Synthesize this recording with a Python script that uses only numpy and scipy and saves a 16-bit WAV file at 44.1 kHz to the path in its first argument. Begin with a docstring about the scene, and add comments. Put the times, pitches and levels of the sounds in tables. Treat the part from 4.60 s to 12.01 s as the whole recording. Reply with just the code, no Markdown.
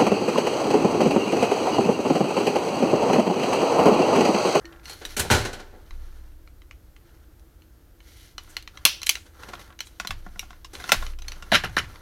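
"""Light clicks and soft scrapes, close up in a small room: a wire stripper is dragged off a bench mat.
Squeezed on a cable, its jaws creak, snap through the insulation with a ring of the return spring and
clatter open. Fingers rub the sleeve off; the tool is laid down and its hollow handle skids over the
bench. The bench booms and sways under the loads, over a low room hum."""
import sys
import numpy as np
from scipy import signal
from scipy.fft import rfft, irfft, next_fast_len
from scipy.io import wavfile

SR = 44100
rng = np.random.default_rng(int(sys.argv[2]) if len(sys.argv) > 2 else 0)


def digitize_waveform(pressure):
    """Quantize a signal to 16-bit integers and store it at the path in sys.argv[1].

    Rows of a 2-D input are taken as channels; values are limited to [-1, 1].
    """
    field = np.atleast_2d(pressure).T
    bounded = np.clip(field, -1, 1)
    quanta = np.round(bounded * 32767).astype(np.int16)
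    wavfile.write(sys.argv[1], SR, quanta)


N = 326781
TIME_S = np.arange(N) / SR
TOP_HZ = 16000
ATTACK_SAMPLES = int(.008 * SR)


# jaws, levers, handles: start_s, level_db, bright_db_per_oct
TOOL_CLICKS = [(.0541, -45, -2.5), (.2553, -43, 1), (.4511, -32, 0), (1.3076, -49.5, -8),
               (1.8743, -55.5, -8.5), (2.0178, -56.5, -6), (2.1102, -47, -7.5), (2.3637, -55.5, -5.5),
               (2.795, -65, 10), (3.02, -59, -3), (3.4033, -55, -5), (3.7805, -34.5, -4), (3.8346, -65, 19),
               (3.9669, -28, -2), (4.0247, -48, 5), (4.0753, -40, -5), (4.1728, -42, -5.5), (4.2522, -8, 8),
               (4.2605, -22, -6), (4.4168, -36, 1), (4.4307, -31, 3), (4.4675, -24.5, 4), (4.4923, -15, 7),
               (4.4962, -19.5, 6.5), (4.5536, -30.5, -2), (5.19, -41.5, -1), (5.2048, -29.5, 0),
               (5.2698, -49, 0), (5.472, -29, 3.5), (5.7932, -29, 4.5), (6.152, -38.5, -1.5),
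               (6.222, -48, -2), (6.4647, -39, -4), (6.62, -43, 1), (6.6817, -33, 1), (6.719, -37, -1)]
# hand-damped tool body: freq_hz, t60_s, level_db
TOOL_MODES = [(1180, .012, -14.5), (2057, 0.016, -7), (2245, 0.015, -2.5), (2717, 0.0085, 3),
              (3056, 0.035, -2.5), (3564, 0.017, -3), (4130, 0.019, 5), (5884, 0.023, 1.5),
              (6130, .018, -1), (6900, .014, -25.5), (9970, 0.0099, 4.5), (10940, 0.015, -4),
              (12600, 0.021, -3.5)]
# thud, knock, edge against the clack: level_db, offset_oct
CLICK_SHARES = [(-21.5, -1.5), (-7, -1.14), (-12, 1.08)]

def stripper_clicks():
    """Jaws, levers and handles strike and ring the gripped tool."""
    return hits(TOOL_CLICKS, TOOL_MODES, CLICK_SHARES, crack_lo_hz=480, crack_t60_s=.013,
                rattle_db=-8.5, rattle_t60_s=.074, scatter_db=3, detune=.042, soft_s=.00082, muffle=2.2)


def spring_snap(start_s=4.2525, coil_db=-22, lever_db=-37, recoil_db=-25, lo_hz=2500, hi_hz=6300):
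    """The snap rings the coil spring in many close modes, shakes the levers and jolts the handle."""
    out, t = np.zeros(N), np.arange(SR // 2) / SR
    position, phase = rng.uniform(size=(2, 160, 1))
    modes_hz = lo_hz * (hi_hz / lo_hz) ** position
    coil = unit(np.sum(np.sin(2 * np.pi * (modes_hz * t + phase)), axis=0))
    add(out, start_s, undb(coil_db) * coil * fall(t, t60_s=.3))
    add(out, start_s, undb(lever_db) * burst(centre_hz=1650, fade_s=.04, width=.5))
    add(out, start_s, undb(recoil_db) * burst(centre_hz=350, fade_s=.0048, width=.93))
    return out


# blows on the bench: start_s, level_db, bright_db_per_oct
BENCH_KNOCKS = [(.7005, -29.5, -4.5), (4.569, -53, 0), (4.9335, -43.5, -3.5), (5.3985, -30.5, 1.5),
                (5.4477, -42, -3), (5.506, -30.5, 2), (5.6633, -60, -10), (5.7579, -60, -6.5),
                (5.828, -55.5, -4.5), (5.9046, -49, -1), (5.9297, -57, -3.5), (6.0458, -41.5, 4),
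                (6.1995, -43.5, -0.5), (6.2396, -38, 0.5), (6.2915, -28.5, 2), (6.3193, -11, 5.5),
                (6.3305, -29, 1), (6.3425, -31, 1), (6.424, -42, -3), (6.5869, -47, 6), (6.8234, -42, 1),
                (7.094, -52.5, -3)]
# bench and what lies on it: freq_hz, t60_s, level_db
BENCH_MODES = [(185.2, 0.087, -9.5), (332, 0.028, -6.5), (477, 0.016, -12), (687, 0.039, -0.5),
               (719, 0.016, -5.5), (1080, 0.027, -2.5), (1366, 0.0086, -6.5), (1472, 0.035, -1),
               (2010, 0.012, -1), (2600, 0.049, -9.5), (2858, 0.0062, 0), (3490, .014, 1),
               (3850, 0.012, -5), (5400, 0.01, 1)]
# thud, knock, edge against the clack: level_db, offset_oct
KNOCK_SHARES = [(-6.5, -2.5), (5, -1.37), (-14.5, 0.9)]

def bench_knocks():
    """Tool, cable and hands knock on the bench and rattle what lies on it."""
    return hits(BENCH_KNOCKS, BENCH_MODES, KNOCK_SHARES, crack_lo_hz=550, crack_t60_s=.0073,
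                rattle_db=0, rattle_t60_s=.053, scatter_db=3.5, detune=.04, soft_s=.0017, muffle=.39)


# tool and cable on the mat: start_s, swell_s, fade_s, level_db, bright_db_per_oct
MAT_DRAGS = [(.294, 0.0028, 0.012, -39.5, 0.5), (.41, .01, 0.021, -46.5, -2.5),
             (.451, .004, 0.0062, -41.5, 2), (.565, 0.0037, 0.026, -27.5, 1),
             (.593, 0.0047, 0.011, -22, 1.5), (.634, .017, .03, -44.5, -1.5),
             (.699, 0.015, 0.044, -19.5, -1), (.85, 0.0017, 0.016, -30.5, -1.5),
             (.928, 0.0046, 0.014, -36.5, -1), (.985, 0.018, 0.013, -46, -2),
             (1.126, 0.011, 0.047, -73, -11), (3.885, 0.021, 0.015, -56, 2.5),
             (4.462, 0.0065, 0.0026, -38, 5), (4.651, 0.015, 0.012, -55, -1),
             (4.884, 0.006, 0.0046, -43, -1.5), (5.24, 0.034, 0.011, -65, 5),
             (6.132, 0.0022, 0.028, -43.5, 0)]
# soft drag resonances: freq_hz, width_hz, level_db
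DRAG_RESONANCES = [(343, 320, 5), (785, 200, -5.5), (1470, 89, -3.5), (1505, 70, 4.5), (2310, 890, -11),
                   (3124, 460, -9), (4124, 520, -6.5), (5900, 850, -12), (7500, 2100, -16),
                   (10000, 3500, -24.5)]
# thud, knock, edge against the clack: level_db, offset_oct
DRAG_SHARES = [(-1.5, -2.4), (.5, -1.6), (-2.5, 3.1)]

def mat_drags(trail_db=-17.5, trail_fade_s=.095, trail_db_per_oct=-2.5):
    """Friction on the mat swells and fades; the cable trails behind, weaker, longer and duller."""
    out, t = np.zeros(N), np.arange(2 * SR // 3) / SR
    for start_s, swell_s, fade_s, level_db, bright in MAT_DRAGS:
        slips = scrape(DRAG_RESONANCES, len(t), grit_db=2)
        after_s = np.maximum(t - swell_s, 0)
        release = np.exp(-after_s / fade_s)
        push = np.minimum(t / swell_s, 1) * release
        trail = (1 - release) * np.exp(-after_s / trail_fade_s)
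        tool = voice(slips, level_db, DRAG_SHARES, bright, len(t))
        cable = voice(slips, level_db + trail_db, DRAG_SHARES, bright + trail_db_per_oct, len(t))
        add(out, start_s, push * tool + trail * cable)
    return out


# tool on the bare bench: start_s, landing_db, swell_s, fade_s, skid_db, bright_db_per_oct
HANDLE_SKIDS = [(6.917, -25, 0.037, 0.014, -14.5, 0), (7.035, -36, 0.011, 0.012, -28.5, -2.5),
                (7.1655, -25.5, 0.023, 0.0071, -22, -1)]
# hollow handle: freq_hz, width_hz, level_db
HANDLE_RESONANCES = [(198, 100, 0), (636, 110, -4.5), (1350, 130, -1), (1540, 230, 1.5), (1690, 500, -9),
                     (2250, 580, -11), (2950, 310, -4.5), (3960, 240, -6.5), (5500, 540, -16.5),
                     (10700, 2000, -15.5)]
# thud, knock, edge against the clack: level_db, offset_oct
SKID_SHARES = [(-10, -2.5), (2.5, -1.5), (-16, -0.5)]

def handle_skids(grit_db=4.5, bite_db=-15, bite_s=.0035, landing_fade_s=.0042, landing_db_per_oct=-3):
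    """The hollow handle knocks as it lands, bites, presses in and comes to rest."""
    out, t = np.zeros(N), np.arange(SR // 3) / SR
    bite = np.minimum(t / bite_s, 1)
    for start_s, landing_db, swell_s, fade_s, skid_db, bright in HANDLE_SKIDS:
        knock = scrape(HANDLE_RESONANCES, len(t), grit_db) * bite * np.exp(-t / landing_fade_s)
        add(out, start_s, voice(knock, landing_db, SKID_SHARES, bright + landing_db_per_oct))
        press = bite * undb(bite_db * np.maximum(1 - t / swell_s, 0))
        release = np.exp(-np.maximum(t - swell_s, 0) / fade_s)
        slips = scrape(HANDLE_RESONANCES, len(t), grit_db)
        add(out, start_s, press * release * voice(slips, skid_db, SKID_SHARES, bright, len(t)))
    return out


# fingers on cable and handle: start_s, peak_s, end_s, skin_db, hiss_db
FINGER_STROKES = [(0, 0.014, 0.34, -52.5, -66.5), (0.229, 0.28, 0.45, -51, -46),
                  (0.427, 0.526, .565, -50, -43.5), (1.067, 1.415, 1.77, -60, -63),
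                  (2.358, 2.515, 2.75, -66, -70.5), (3.401, 3.593, 3.77, -67, -53.5),
                  (3.758, 3.94, 4, -59, -57.5), (4.096, 4.167, 4.53, -55.5, -61.5),
                  (4.724, 4.843, 5.05, -48, -54), (4.993, 4.993, 5.12, -52, -53),
                  (5.06, 5.095, 5.16, -52, -84), (5.2, 5.29, 5.7, -66, -63),
                  (5.5, 5.851, 6.1, -60.5, -61.5), (6.09, 6.33, 6.56, -46, -45.5),
                  (6.617, 6.72, 18, -53, -57)]
# skin friction: freq_hz, density_db
SKIN_SPECTRUM = [(200, -1.5), (700, -4.5), (1450, -1), (1900, -8), (2800, -33.5)]
# sleeve hiss: freq_hz, density_db
SLEEVE_SPECTRUM = [(1100, -20), (1470, 2.5), (1700, -4), (2100, 3), (2600, -8), (3000, 0), (3600, -2),
                   (4300, 0.5), (4900, -5.5), (6000, -1), (7500, -9), (11500, -6.5), (16000, -14)]

def finger_rubs(gain_db=-1, catch_db=-6, grit_db=2.5, uneven_db=2):
    """A murmur of skin friction and a fine, uneven sleeve hiss follow the pressure of each stroke."""
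    skin = unit(colour(grains(N, grit_db), SKIN_SPECTRUM)) + undb(catch_db) * sleeve_catches()
    hiss = unit(colour(grains(N, grit_db), SLEEVE_SPECTRUM))
    out = np.zeros(N)
    for start_s, peak_s, end_s, skin_db, hiss_db in FINGER_STROKES:
        pressure = np.sin(np.pi / 2 * np.interp(TIME_S, [start_s, peak_s, end_s], [0, 1, 0]))
        out += pressure * (skin * undb(skin_db) + hiss * undb(hiss_db))
    return out * undb(gain_db + uneven_db * drift(rate_hz=60))


def sleeve_catches(rate_hz=45, fade_s=.0025, spread_db=4):
    """The sleeve catches on the skin in small, dull, random ticks; rms 1."""
    t = np.arange(SR // 40) / SR
    ticks = (rng.uniform(size=N) < rate_hz / SR) * undb(spread_db * rng.standard_normal(N))
    envelope = signal.fftconvolve(ticks, np.exp(-t / fade_s))[:N]
    return unit(band(envelope * rng.standard_normal(N), lo_hz=700, hi_hz=3000, order=2))


# nudged metal tool: freq_hz, t60_s, level_db
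NUDGE_MODES = [(336, 0.54, 5), (1540, 0.13, -38), (1836, 0.2, 1)]

def tool_nudge(start_s=.046, level_db=-45):
    """A light touch leaves a metal tool ringing faintly."""
    out, t = np.zeros(N), np.arange(SR // 2) / SR
    add(out, start_s, undb(level_db) * ring(NUDGE_MODES, t))
    return out


# touches at pick-up: start_s, level_db
STEEL_TOUCHES = [(0.2544, -46.5), (.297, -44)]

def steel_pings():
    """A thin, scraped steel part sings roughly around one high note."""
    out = np.zeros(N)
    for start_s, level_db in STEEL_TOUCHES:
        add(out, start_s, undb(level_db) * burst(centre_hz=4280, fade_s=.056, width=.025))
    return out


# dull blows: start_s, level_db, bright_db_per_oct
BENCH_THUMPS = [(.592, -34.5, -7.5), (.65, -34, 0.5), (.708, -25.5, -11.5), (5.49, -41.5, -6.5),
                (6.3193, -29, 5), (6.9215, -24.5, 4.5), (7.039, -34.5, -3.5), (7.168, -47.5, -15.5)]
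# bench booms: freq_hz, fade_s, level_db
BENCH_BOOMS = [(92.8, 0.061, -5), (192, .024, -3), (682, 0.011, 3)]

def bench_thumps():
    """Soft thumps stir the lowest boom of the bench, hard ones the highest."""
    out = np.zeros(N)
    middle_hz = BENCH_BOOMS[1][0]
    for start_s, level_db, bright in BENCH_THUMPS:
        for freq_hz, fade_s, share_db in BENCH_BOOMS:
            boom_db = level_db + share_db + bright * np.log2(freq_hz / middle_hz)
            add(out, start_s, undb(boom_db) * burst(freq_hz, fade_s, width=.28))
    return out


# loads on the bench: start_s, level_db
BENCH_LOADS = [(.45, -41), (0.704, -35.5), (1.303, -32), (3.751, -46.5), (5.491, -35.5), (6.36, -27.5),
               (6.949, -37.5)]
# slow bench modes: freq_hz, t60_s, level_db
SWAY_MODES = [(22.7, 1.9, 2.5), (57.4, 2.7, -7), (85, 0.17, -8)]

def bench_sway(build_s=.017):
    """The bench top swings in its lowest modes after each load."""
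    out, t = np.zeros(N), np.arange(2 * SR) / SR
    sway = sum(undb(db) * fall(t, t60_s) * np.sin(2 * np.pi * hz * t) for hz, t60_s, db in SWAY_MODES)
    for start_s, level_db in BENCH_LOADS:
        add(out, start_s, undb(level_db) * sway * np.minimum(t / build_s, 1))
    return out


def room(x, early_db=-11, early_t60_s=.1, late_db=-15, late_t60_s=.26, treble_db=-2, build_s=.015):
    """Bench and shelves throw back early echoes; the diffuse tail is each band's energy dying away."""
    t = np.arange(SR // 2) / SR
    echoes = rng.standard_normal(len(t)) * fall(t, early_t60_s) * (t > .002)
    out = x + undb(early_db) * signal.fftconvolve(x, echoes / np.linalg.norm(echoes))[:N]
    decay = (fall(t, late_t60_s) * np.minimum(t / build_s, 1)) ** 2
    edges_hz = np.geomspace(110, 17000, 13)
    for tilt_db, lo_hz, hi_hz in zip(np.linspace(0, treble_db, 12), edges_hz, edges_hz[1:]):
        energy = signal.fftconvolve(band(x, lo_hz, hi_hz) ** 2, decay / decay.sum())[:N]
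        noise = unit(band(rng.standard_normal(N), lo_hz, hi_hz))
        out += undb(late_db + tilt_db) * np.sqrt(np.maximum(energy, 0)) * noise
    return out


# still room air: freq_hz, density_db
AIR_SPECTRUM = [(12, -47), (20, -9.5), (65, -3.5), (130, -18), (146, -23.5), (262, -24.5), (337, -15.5),
                (388, -31), (434, -25), (1120, -36.5), (1370, -32), (2390, -43), (10500, -45), (13900, -38),
                (16000, -44.5)]

def room_tone(air_db=-51.5, hum_db=-69.5, hum_hz=56.3, waver_hz=6, waver_db=3):
    """Steady room noise with a low, wavering hum."""
    pitch_hz = hum_hz + waver_hz * drift(rate_hz=16)
    hum = np.sin(2 * np.pi * np.cumsum(pitch_hz) / SR) * undb(waver_db * drift(rate_hz=1.7))
    air = colour(rng.standard_normal(N), AIR_SPECTRUM)
    return undb(air_db) * unit(air) + undb(hum_db) * unit(hum)


def hits(blows, modes, shares, crack_lo_hz, crack_t60_s, rattle_db, rattle_t60_s,
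         scatter_db, detune, soft_s, muffle, crack_db=8):
    """Each blow is a hard crack, the ring of the body and a short rattle of loose parts."""
    out, t = np.zeros(N), np.arange(SR // 6) / SR
    hardest_db = max(level_db for _, level_db, _ in blows)
    for start_s, level_db, bright in blows:
        body = ring(modes, t, scatter_db, detune, tilt_db_per_oct=muffle * min(bright, 0))
        crack = undb(crack_db) * rng.standard_normal(len(t)) * fall(t, crack_t60_s)
        rattle = undb(rattle_db) * grains(len(t), spread_db=1.5) * fall(t, rattle_t60_s)
        blow = body / np.std(body[:ATTACK_SAMPLES]) + band(crack + rattle, crack_lo_hz, TOP_HZ, order=2)
        rise_s = soft_s * (1 - undb(level_db - hardest_db)) + 1 / SR  # lighter blows build more slowly
        add(out, start_s, voice(blow * np.minimum(t / rise_s, 1), level_db, shares, bright))
    return out


def ring(modes, t, scatter_db=0, detune=0, tilt_db_per_oct=0):
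    """A struck body's decaying modes; contact point and grip weight and shift them anew each time."""
    hz, t60_s, db = np.transpose(modes)[:, :, None]
    weight, shift, side = rng.standard_normal((3, len(modes), 1))
    gain = np.sign(side) * undb(db + scatter_db * weight + tilt_db_per_oct * np.log2(hz / hz.mean()))
    return np.sum(gain * fall(t, t60_s) * np.sin(2 * np.pi * hz * (1 + detune * shift) * t), axis=0)


def scrape(resonances, size, grit_db):
    """Sliding plastic catches and slips densely, driving the resonances of what is rubbed."""
    return sum(undb(db) * signal.lfilter(*signal.iirpeak(hz, hz / width_hz, fs=SR), grains(size, grit_db))
               for hz, width_hz, db in resonances)


# clack, thud, knock, edge registers: low_hz, high_hz
CONTACT_BANDS = [(2000, 7000), (170, 900), (900, 2000), (7000, 16000)]

def voice(x, level_db, shares, bright_db_per_oct, rms_samples=ATTACK_SAMPLES):
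    """Contact hardness: brightness tips thud, knock and edge about the clack, which is at level_db."""
    gains_db = [0] + [share_db + bright_db_per_oct * offset_oct for share_db, offset_oct in shares]
    parts = [band(x, lo_hz, hi_hz) for lo_hz, hi_hz in CONTACT_BANDS]
    return sum(undb(level_db + gain_db) * part / np.sqrt(np.mean(part[:rms_samples] ** 2))
               for gain_db, part in zip(gains_db, parts))


def burst(centre_hz, fade_s, width):
    """Band noise that dies away from a level near 1."""
    envelope = np.exp(-np.arange(SR // 2) / SR / fade_s)
    noise = rng.standard_normal(len(envelope)) * envelope
    noise = band(noise, centre_hz / (1 + width), centre_hz * (1 + width), order=2)
    return noise * np.linalg.norm(envelope) / np.linalg.norm(noise)


def grains(size, spread_db):
    """Dense micro-slips of uneven strength; rms 1."""
    strength = undb(spread_db * np.minimum(rng.exponential(size=size // 16 + 1), 5))
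    return unit(rng.standard_normal(size) * np.repeat(strength, 16)[:size])


def drift(rate_hz):
    """Random wander with a spread near 1."""
    knots = rng.standard_normal(4096)
    return np.interp(TIME_S * rate_hz, np.arange(len(knots)), knots)


def colour(x, spectrum):
    """Shape x by (freq_hz, gain_db) points."""
    hz, db = np.transpose(spectrum)
    size = next_fast_len(len(x))
    bins_hz = np.maximum(np.arange(size // 2 + 1) * SR / size, 1)
    gain = undb(np.interp(np.log(bins_hz), np.log(hz), db))
    return irfft(rfft(x, size) * gain, size)[:len(x)]


def band(x, lo_hz, hi_hz, order=3):
    """Causal band-pass."""
    return signal.sosfilt(signal.butter(order, [lo_hz, hi_hz], "band", fs=SR, output="sos"), x)


def fall(t, t60_s):
    """Exponential decay, 60 dB down at t60_s."""
    return np.exp(-np.log(1000) * t / t60_s)


def add(out, start_s, x):
    """Mix x into out from start_s on."""
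    i = int(start_s * SR)
    out[i:i + len(x)] += x[:N - i]


def undb(db):
    """Decibels to gain."""
    return 10 ** (np.asarray(db) / 20)


def unit(x):
    """Scale to rms 1."""
    return x / np.sqrt(np.mean(x ** 2) + 1e-20)


def scene():
    """Tool, bench and fingers in the room; mono."""
    handling = (stripper_clicks() + bench_knocks() + spring_snap()
                + mat_drags() + handle_skids() + finger_rubs())
    return (room(handling) + tool_nudge() + steel_pings() + bench_thumps() + bench_sway() + room_tone())[None]


# microphone response: freq_hz, gain_db
MIC_RESPONSE = [(100, 1), (500, -1), (1000, -1.5), (3000, 0.5), (6200, 0), (7800, -2), (10500, 0),
                (13000, -1), (15500, -6.5)]

def record(dry):
    """The microphone softens the treble; peaks clip at full scale; the top is cut."""
    clipped = np.clip(colour(dry[0], MIC_RESPONSE), -1, 1)[None]
    return signal.sosfilt(signal.ellip(10, .1, 70, TOP_HZ, fs=SR, output="sos"), clipped)


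dry = scene()
out = record(dry)
digitize_waveform(out)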